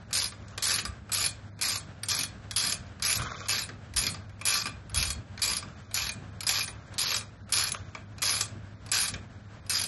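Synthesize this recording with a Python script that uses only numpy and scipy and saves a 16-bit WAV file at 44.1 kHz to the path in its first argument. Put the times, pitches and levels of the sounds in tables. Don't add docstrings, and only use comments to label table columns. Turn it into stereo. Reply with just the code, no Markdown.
import sys
import numpy as np
from scipy import signal
from scipy.fft import rfft, irfft, next_fast_len
from scipy.io import wavfile

SR = 44100
rng = np.random.default_rng(int(sys.argv[2]) if len(sys.argv) > 2 else 0)


def store_pcm(level_fs):
    pcm = np.round(np.clip(level_fs, -1, 1) * 32767).astype(np.int16)
    wavfile.write(sys.argv[1], SR, np.atleast_2d(pcm).T)


def boost_factor(decibels):
    exponent = np.asarray(decibels, float) / 20
    return 10 ** exponent


N = 435266

# hz, level_db_per_hz
ROOM_MID = [(18, -51), (30, -16), (101, 1.5), (346, -19.5), (658, -13.5), (885, -20), (1600, -16.5),
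            (1900, -22.5), (7050, -36), (8180, -34.5), (8810, -67), (11000, -86), (14300, -109),
            (22000, -120)]
ROOM_SIDE = [(18, -50), (30, -14.5), (93, 1), (245, -6), (675, 1), (1560, -4.5), (1950, -9), (2150, -13.5),
             (8180, -21), (11000, -30.5), (14300, -50.5), (22000, -120)]
# centre_hz, width_hz, level_db
DRONE_BANDS = [(98.7, 17, -60), (202.4, 13.6, -64)]
# first_tooth_s, level_db, end_fade_db
STROKES = [(0.129, -15.5, 3.5), (0.623, -16, -2), (1.118, -16.5, -1), (1.612, -16, 2), (2.085, -16, 3.5),
           (2.561, -14, 4), (3.022, -16.5, -2.5), (3.484, -14, 5), (3.962, -14, 8), (4.453, -13.5, 2.5),
           (4.944, -15.5, 6), (5.418, -15.5, 3.5), (5.942, -16, 4.5), (6.467, -16.5, 0), (6.981, -16, 0),
           (7.522, -15, 0), (8.219, -15.5, 2.5), (8.916, -13.5, 5.5), (9.695, -15.5, 4)]
# time_s, level_db
CATCHES = [(0.169, -16), (0.22, -15), (0.668, -15.5), (0.74, -14.5), (1.146, -10.5), (1.621, -14.5),
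           (1.657, -17), (1.716, -18), (2.116, -14), (2.189, -12.5), (2.598, -16), (2.67, -13.5),
           (3.049, -12.5), (3.096, -12), (3.53, -13), (3.968, -12), (4.036, -13.5), (4.463, -16),
           (4.523, -14), (5.026, -12), (5.458, -12.5), (5.974, -12), (6.491, -6.5), (6.564, -15),
           (7.029, -14), (7.105, -15), (7.595, -14), (8.293, -11.5), (8.986, -13), (9.718, -17.5)]
# time_s, level_db
LAST_BUT_ONE_TEETH = [(.241, -15), (.759, -15.5), (1.24, -12), (1.74, -19), (2.209, -16.5), (2.696, -17.5),
                      (3.14, -22), (3.607, -28), (4.066, -11.5), (4.587, -23), (5.07, -26), (5.548, -30),
                      (6.067, -16.5), (6.606, -16), (7.142, -11.5), (7.654, -25), (8.379, -28),
                      (9.056, -16), (9.814, -15)]
# time_s, level_db
LAST_TEETH = [(.257, -17.5), (.784, -11.5), (1.261, -11.5), (1.756, -12), (2.233, -16), (2.722, -9.5),
              (3.155, -14.5), (3.619, -21), (4.088, -21), (4.604, -23), (5.103, -14), (5.567, -16.5),
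              (6.091, -14.5), (6.626, -24.5), (7.164, -16), (7.674, -21.5), (8.408, -9), (9.08, -19),
              (9.837, -15)]
# time_s, level_db, tilt_db_per_octave
TAKE_UPS = [(0.108, -38, -7.5), (0.481, -38.5, -1.5), (0.577, -23.5, -6.5), (1.093, -43.5, -12),
            (1.59, -39, -8.5), (2.033, -16, 0), (2.51, -20.5, -1.5), (2.997, -46.5, -10.5),
            (3.457, -31, -2.5), (3.937, -33.5, -3.5), (4.394, -47, -6.5), (4.412, -32.5, -8),
            (4.895, -39, -5.5), (4.917, -40, -1), (5.376, -36, -8), (5.393, -37, -7.5),
            (5.911, -38.5, -7.5), (5.933, -34, 1), (6.406, -21.5, -0.5), (6.432, -23, -2.5),
            (6.921, -63, -16), (6.939, -37.5, -6), (7.492, -43, -7), (7.501, -33, 0), (8.182, -35, -4.5),
            (8.862, -34, -4), (8.889, -38, -6), (9.664, -43, -6)]
# time_s, level_db, tilt_db_per_octave
SEATS = [(0.321, -34.5, -8), (0.851, -20.5, -4.5), (2.865, -41, 1), (3.218, -27.5, -7.5),
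         (3.689, -36.5, -9.5), (4.143, -25, -6), (4.294, -51, -12), (4.656, -18.5, -5), (4.668, -21.5, -5),
         (5.626, -35, -8.5), (6.677, -20.5, -4.5), (7.209, -28.5, -7), (7.719, -13, 1), (7.949, -33.5, -9),
         (9.138, -24, -6)]
# mode_hz, level_db, t60_s, left_lead_rad
STEEL_MODES = [(1176, -13, 0.033, -0.7), (1592, -17.5, 0.11, 1.5), (2290, -12, 0.038, 0.2),
               (2424, -10.5, 0.071, 0.7), (2616, -19.5, 0.16, 1.5), (3324, -10, 0.056, 2),
               (3520, -20, 0.17, 2.7), (3851, -12, 0.0605, 4), (4130, -17, 0.091, 7.5),
               (4330, -7.5, 0.066, 2), (4650, -5.5, 0.028, 0.5), (4934, -2.5, 0.05, 0.64),
               (5410, -13.5, 0.063, 5.5), (5470, -26.5, 0.0223, -6.5), (6370, -10.5, 0.04, 0.5),
               (6914, -8, .04, 4), (6937, -7, 0.033, 0), (7700, -12, 0.07, 4.5), (9470, -9.5, 0.18, 5.5),
               (9534, -1.5, 0.027, 3), (10100, -20, 0.037, 6), (7350, -10, 0.026, 6.5), (7950, -4, 0.03, 5),
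               (8700, -21.5, 0.059, 5), (8710, -8, 0.061, 7), (9980, 3, 0.027, 5), (10400, 0, 0.017, 7.5),
               (11170, -2.5, 0.02, 6), (11570, -15, 0.062, 1)]
# hz, level_db_per_hz
SNAP_MID = [(400, -18), (957, -15), (1590, -4.5), (2390, -7.5), (2850, -6.5), (4870, 2), (6910, -3),
            (7600, -12.5), (8800, -28), (9650, 11.5), (11200, -13), (11900, -13.5)]
SNAP_SIDE = [(400, -35.5), (1060, -14.5), (1920, -3), (2570, -31.5), (3240, -10.5), (5890, -17),
             (8350, 19.5), (11200, -9.5)]
# hz, t60_s
SNAP_T60 = [(600, 0.15), (2000, 0.055), (6000, .035), (12000, 0.033)]
# time_s, peak_db
PUFFS = [(0.24, -54), (0.9, -45), (2.28, -53), (2.8, -49), (3.21, -34.5), (3.41, -56), (3.71, -61.5),
         (3.98, -39.5), (4.3, -50), (5.0, -36.5), (5.09, -41.5), (5.17, -41), (5.52, -52), (5.66, -52.5),
         (6.02, -47.5), (6.27, -58), (7.83, -63.5), (8.27, -59), (9.04, -51), (9.17, -49)]
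# time_s, peak_db
THUDS = [(0.41, -53), (0.79, -49.5), (2.2, -49.5), (2.33, -54.5), (2.66, -48.5), (3.21, -47), (3.71, -51.5),
         (4.07, -44.5), (4.67, -50), (5.0, -53), (5.17, -53), (5.52, -52), (5.66, -52.5), (6.18, -48),
         (6.76, -54), (7.31, -58.5), (7.83, -53), (8.55, -48.5), (9.15, -45.5), (9.865, -54)]
# start_s, length_s, start_db, end_db
RUBS = [
    (0.364, 0.19, -60, -47),
    (3.181, .29, -29.5, -37.5),
    (5.68, 0.27, -52, -55),
    (6.73, 0.21, -55.5, -55.5),
    (7.746, 0.069, -31.5, -51.5),
    (7.817, 0.15, -52, -52),
]
# low_hz, high_hz, level_db, side_share
RUB_BANDS = [(393, 820, 6.5, 0.65), (1030, 1580, 16, 0.3), (1820, 3750, 6.5, 1.6), (4270, 11000, 0.5, 0.81),
             (6920, 8900, -12, 11)]
# hz, left_minus_right_db
PORT_BALANCE = [(60, .6), (250, .6), (500, -.5), (1000, 2.8), (2000, 1.6), (4000, 4.4), (5800, 3.4),
                (7200, .4), (9500, .3), (12000, 3.2)]
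# hz, sum_deficit_db, difference_deficit_db
WEAKER_LIMITS = [(1000, 12, 14), (2000, 8, 2.5), (2900, 0, 9), (3600, 6.5, 9), (5500, 7, 5), (7000, 6, 16),
                 (7800, 2.5, 18), (9200, 2.0, 20), (9900, 5, 20), (12000, 5.5, 20)]


def rms_one(x):
    return x / np.sqrt(np.mean(x ** 2) + 1e-20)


def at_hz(points, hz):
    table_hz, value = np.array(points).T
    return np.interp(np.log(hz), np.log(table_hz), value)


def band(x, low_hz, high_hz):
    return signal.sosfilt(signal.butter(2, [low_hz, high_hz], "band", fs=SR, output="sos"), x)


def coloured(spectrum):
    hz = np.maximum(np.fft.rfftfreq(N, 1 / SR), 1)
    return rms_one(irfft(rfft(rng.standard_normal(N)) * boost_factor(at_hz(spectrum, hz)), N))


def ports(mid, side):
    return np.array([mid + side, mid - side])


def drift(rate_hz):
    r = np.exp(-2 * np.pi * rate_hz * 100 / SR)
    white = rng.standard_normal(N // 100 + 502)
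    slow = rms_one(signal.lfilter([1], [1, -2 * r, r * r], white)[500:])
    return np.interp(np.arange(N) / 100, np.arange(len(slow)), slow)


def smear(x, time_s):
    r = np.exp(-1 / (time_s * SR))
    return signal.lfilter([(1 - r) ** 2], [1, -2 * r, r * r], x)


def room_tone(mid_db=-50.5, side_db=-53.5, hum_hz=102.2, hum_db=-50):
    mid = boost_factor(mid_db + 2.1 * drift(7.5)) * coloured(ROOM_MID)
    hum_gain = boost_factor(hum_db + 0.99 * drift(1.7)) * 2 ** .5
    hum_phase = 2 * np.pi * hum_hz * np.arange(N) / SR + 0.87 * drift(2.5)
    mid = mid + hum_gain * np.sin(hum_phase)
    for hz, width_hz, level_db in DRONE_BANDS:
        drone = band(rng.standard_normal(N), hz - width_hz / 2, hz + width_hz / 2)
        mid = mid + boost_factor(level_db) * rms_one(drone)
    side = boost_factor(side_db + 1.4 * drift(3.4)) * coloured(ROOM_SIDE)
    return ports(mid, side)


def teeth_passed(fast_gap_s=.0105, slow_gap_s=.015, slowing=.6, gap_spread=.25, spread_db=1, clear_s=.007):
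    rows = [CATCHES, LAST_BUT_ONE_TEETH, LAST_TEETH, np.array(STROKES)[:, :2]]
    catch_s = np.array(CATCHES)[:, 0]
    even_gaps_s = fast_gap_s + (slow_gap_s - fast_gap_s) * slowing ** np.arange(24)
    for (start_s, level_db, fade_db), (end_s, _) in zip(STROKES, LAST_BUT_ONE_TEETH):
        uneven, strength = rng.standard_normal((2, 24))
        s = end_s - np.cumsum(even_gaps_s * np.exp(gap_spread * uneven))
        progress = (s - start_s) / (end_s - start_s)
        tooth_db = level_db - fade_db * progress + spread_db * strength
        free = (s > start_s + clear_s) & (np.abs(s[:, None] - catch_s).min(axis=1) > clear_s)
        rows.append(np.transpose([s, tooth_db])[free])
    return np.concatenate(rows)


def pawl_bounces(per_s=240, bounce_db=-5.5, spread_db=2.2, settle_s=.022, end_fade_db=4.5, end_fade_s=.03):
    s = np.cumsum(rng.uniform(.55, 1.45, 6000)) / per_s
    s = s[s < N / SR]
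    stroke = np.maximum(np.searchsorted(np.transpose(STROKES)[0], s) - 1, 0)
    start_s, level_db, fade_db = np.array(STROKES)[stroke].T
    end_s = np.array(LAST_TEETH)[stroke, 0]
    level_db = level_db - fade_db * (s - start_s) / (end_s - start_s)
    level_db -= end_fade_db * np.exp(np.minimum(s - end_s, 0) / end_fade_s)
    level_db += bounce_db + spread_db * rng.standard_normal(len(s))
    in_stroke = (s > start_s) & (s < end_s + settle_s)
    return np.transpose([s, level_db])[in_stroke]


def contacts():
    teeth, bounces = teeth_passed(), pawl_bounces()
    knocks = np.concatenate([TAKE_UPS, SEATS])
    time_s, level_db = np.concatenate([teeth, knocks[:, :2], bounces]).T
    tilt = np.concatenate([np.zeros(len(teeth)), knocks[:, 2], np.zeros(len(bounces))])
    return np.round(time_s * SR).astype(int), level_db, tilt


def strikes(blows, hz, spread_db, grip_db):
    at, level_db, tilt = blows
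    chance_db = spread_db * rng.standard_normal(len(at)) + grip_db * drift(12.0)[at]
    octaves = np.log2(max(hz, 1300.0) / 7770.0)
    clicks = np.full(N, 1e-18)
    clicks[at] = boost_factor(level_db + tilt * octaves + chance_db)
    return clicks


def steel_ring(blows, ring_db=-14.5, rattle_s=0.00075, sway_rad=.6):
    out, jolts = np.zeros((2, N)), rng.standard_normal(N)
    for hz, mode_db, t60_s, lead in STEEL_MODES:
        clicks = strikes(blows, hz, spread_db=3.5, grip_db=2.5)
        rattle = np.sqrt(smear(clicks ** 2, rattle_s)) * jolts
        pole = boost_factor(-60 / (t60_s * SR)) * np.exp(2j * np.pi * hz / SR)
        ring = signal.lfilter([1], [1, -pole], rattle)
        half_lead = .5j * (lead + sway_rad * np.cos(lead / 2) * drift(3.0))
        out += boost_factor(mode_db) * np.imag([ring * np.exp(half_lead), ring * np.exp(-half_lead)])
    return out * boost_factor(ring_db)


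def snap(blows, snap_db=-7.5, rise_s=0.00042):
    out, edges_hz = 0, np.geomspace(350, 13000, 16)
    white = rng.standard_normal((2, 2, N))
    for k, (low_hz, high_hz) in enumerate(zip(edges_hz, edges_hz[1:])):
        hz = np.sqrt(low_hz * high_hz)
        fall = boost_factor(-60 / (at_hz(SNAP_T60, hz) * SR))
        clicks = strikes(blows, hz, spread_db=2.5, grip_db=2.5)
        power = signal.lfilter([1], [1, -fall ** 2], clicks ** 2)
        mid, side = band(white[k % 2] * np.sqrt(smear(power, rise_s)), low_hz, high_hz)
        out = out + ports(mid * boost_factor(at_hz(SNAP_MID, hz)), side * boost_factor(at_hz(SNAP_SIDE, hz)))
    return out * boost_factor(snap_db)


def crack(blows, crack_db=-8.5, length_s=.0005, side_db=3.5):
    clicks = strikes(blows, 6000.0, spread_db=3.5, grip_db=1.5)
    power = smear(clicks ** 2, length_s) * length_s * SR
    mid, side = rng.standard_normal((2, N)) * np.sqrt(power)
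    return boost_factor(crack_db) * ports(band(mid, 2190, 7560), band(side, 5500, 10700) * boost_factor(side_db))


def settling(settle_s=0.022, damp_s=0.0046, damp_db=-11, free_s=0.044):
    s = np.array(LAST_TEETH)[:, :1] + np.cumsum([settle_s, damp_s, damp_s, free_s])
    gain_db = np.tile([0, damp_db, damp_db, 0], len(LAST_TEETH))
    return boost_factor(np.interp(np.arange(N) / SR, s.ravel(), gain_db))


def garage(x, t60_s=0.33, wall_cut_hz=7400):
    size = next_fast_len(N + SR)
    turn = np.exp(-2j * np.pi * np.arange(size // 2 + 1) / size)
    dull = np.exp(-2 * np.pi * wall_cut_hz / SR)
    wall = (1 - dull) / (1 - dull * turn)
    response = np.zeros((2, size // 2 + 1), complex)
    lags = (rng.uniform(.007, 0.028, 16) * SR).astype(int)
    for k, lag in enumerate(lags):
        loop = boost_factor(-60 * lag / SR / t60_s) * wall * turn ** lag
        response[k % 2] += loop / (1 - loop) * (-1) ** (k // 2)
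    return irfft(rfft(x, size) * response, size)[:, :N]


def swells(events, rest_db, rise_db_per_s, fall_db_per_s):
    t = np.arange(0, N + 100, 100) / SR
    s, peak_db = np.transpose(events)[:, :, None]
    level_db = peak_db - np.where(t < s, rise_db_per_s * (s - t), fall_db_per_s * (t - s))
    return np.interp(np.arange(N) / SR, t, boost_factor(np.maximum(level_db.max(axis=0), rest_db)))


def hand(own_share=0.1375):
    white = rng.standard_normal((2, 2, N)) * [[1], [own_share]]
    air_gain = swells(PUFFS, rest_db=-59.5, rise_db_per_s=222.5, fall_db_per_s=201)
    air = air_gain * rms_one(band(white[0], 55, 98.6))
    thud_gain = swells(THUDS, rest_db=-60, rise_db_per_s=196.5, fall_db_per_s=100.5)
    thud = thud_gain * rms_one(band(white[1], 87.3, 233))
    return ports(*(air + thud)) * 2 ** .5


def rubs(grain_db=3.0, gain_db=-6, patchy_db=2.6, edge_s=0.0067):
    gain, t = np.zeros(N), np.arange(N) / SR
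    for start_s, length_s, start_db, end_db in RUBS:
        end_s = start_s + length_s
        fade = np.interp(t, [start_s - edge_s, start_s, end_s, end_s + edge_s], [0, 1, 1, 0])
        gain += boost_factor(np.interp(t, [start_s, end_s], [start_db, end_db])) * fade
    grains = rng.standard_normal((2, N)) * boost_factor(grain_db * rng.exponential(1, N))
    body = np.zeros((2, N))
    for low_hz, high_hz, band_db, side_share in RUB_BANDS:
        hiss = band(band(grains, low_hz, high_hz), low_hz, high_hz)
        body += hiss * boost_factor(band_db + patchy_db * drift(22.0)) * [[1], [side_share]]
    return boost_factor(gain_db) * gain * ports(*rms_one(body))


def scene():
    blows = contacts()
    wrench = settling() * (steel_ring(blows) + snap(blows)) + crack(blows)
    return wrench + boost_factor(-15) * garage(wrench) + rubs() + hand() + room_tone()


def silence_weaker(x, bins=20, faint_top_hz=8300, faint_top_db=-49.5, attack_db=9):
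    hz, _, cells = signal.stft([x[0] + x[1], x[0] - x[1]], SR, nperseg=2048, noverlap=1024)
    starts = np.arange(0, len(hz), bins)
    power = np.add.reduceat(np.abs(cells) ** 2, starts, axis=1)
    mid_db, side_db = 10 * np.log10(power + 1e-20)
    centre_hz = hz[starts] + 200
    table = np.array(WEAKER_LIMITS)
    mid_limit_db, side_limit_db = [at_hz(table[:, [0, k]], centre_hz)[:, None] for k in (1, 2)]
    keep = np.array([side_db - mid_db < mid_limit_db, mid_db - side_db < side_limit_db])
    keep |= centre_hz[:, None] < 900
    keep[0] &= (centre_hz[:, None] < faint_top_hz) | (mid_db > faint_top_db)
    top_db = side_db[centre_hz > faint_top_hz].max(axis=0)
    keep[:, :, 1:] |= np.diff(top_db) > attack_db
    keep_cells = keep[:, np.arange(len(hz)) // bins]
    kept = signal.istft(cells * keep_cells, SR, nperseg=2048, noverlap=1024)[1]
    return ports(*kept[:, :N]) / 2


def low_pass(x):
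    return signal.sosfilt(signal.butter(12, 13060, fs=SR, output="sos"), x)


def record(dry, overload=0.74, top_hz=12380):
    hz = np.maximum(np.fft.rfftfreq(N, 1 / SR), 1)
    half_db = at_hz(PORT_BALANCE, hz) / 2
    heard = irfft(rfft(dry) * boost_factor(np.array([half_db, -half_db])), N)
    heard = overload * np.tanh(heard / overload)
    heard = signal.sosfilt(signal.cheby2(16, 55.0, top_hz, fs=SR, output="sos"), heard)
    mix = silence_weaker(heard)
    return low_pass(mix)


dry = scene()
out = record(dry)
store_pcm(out)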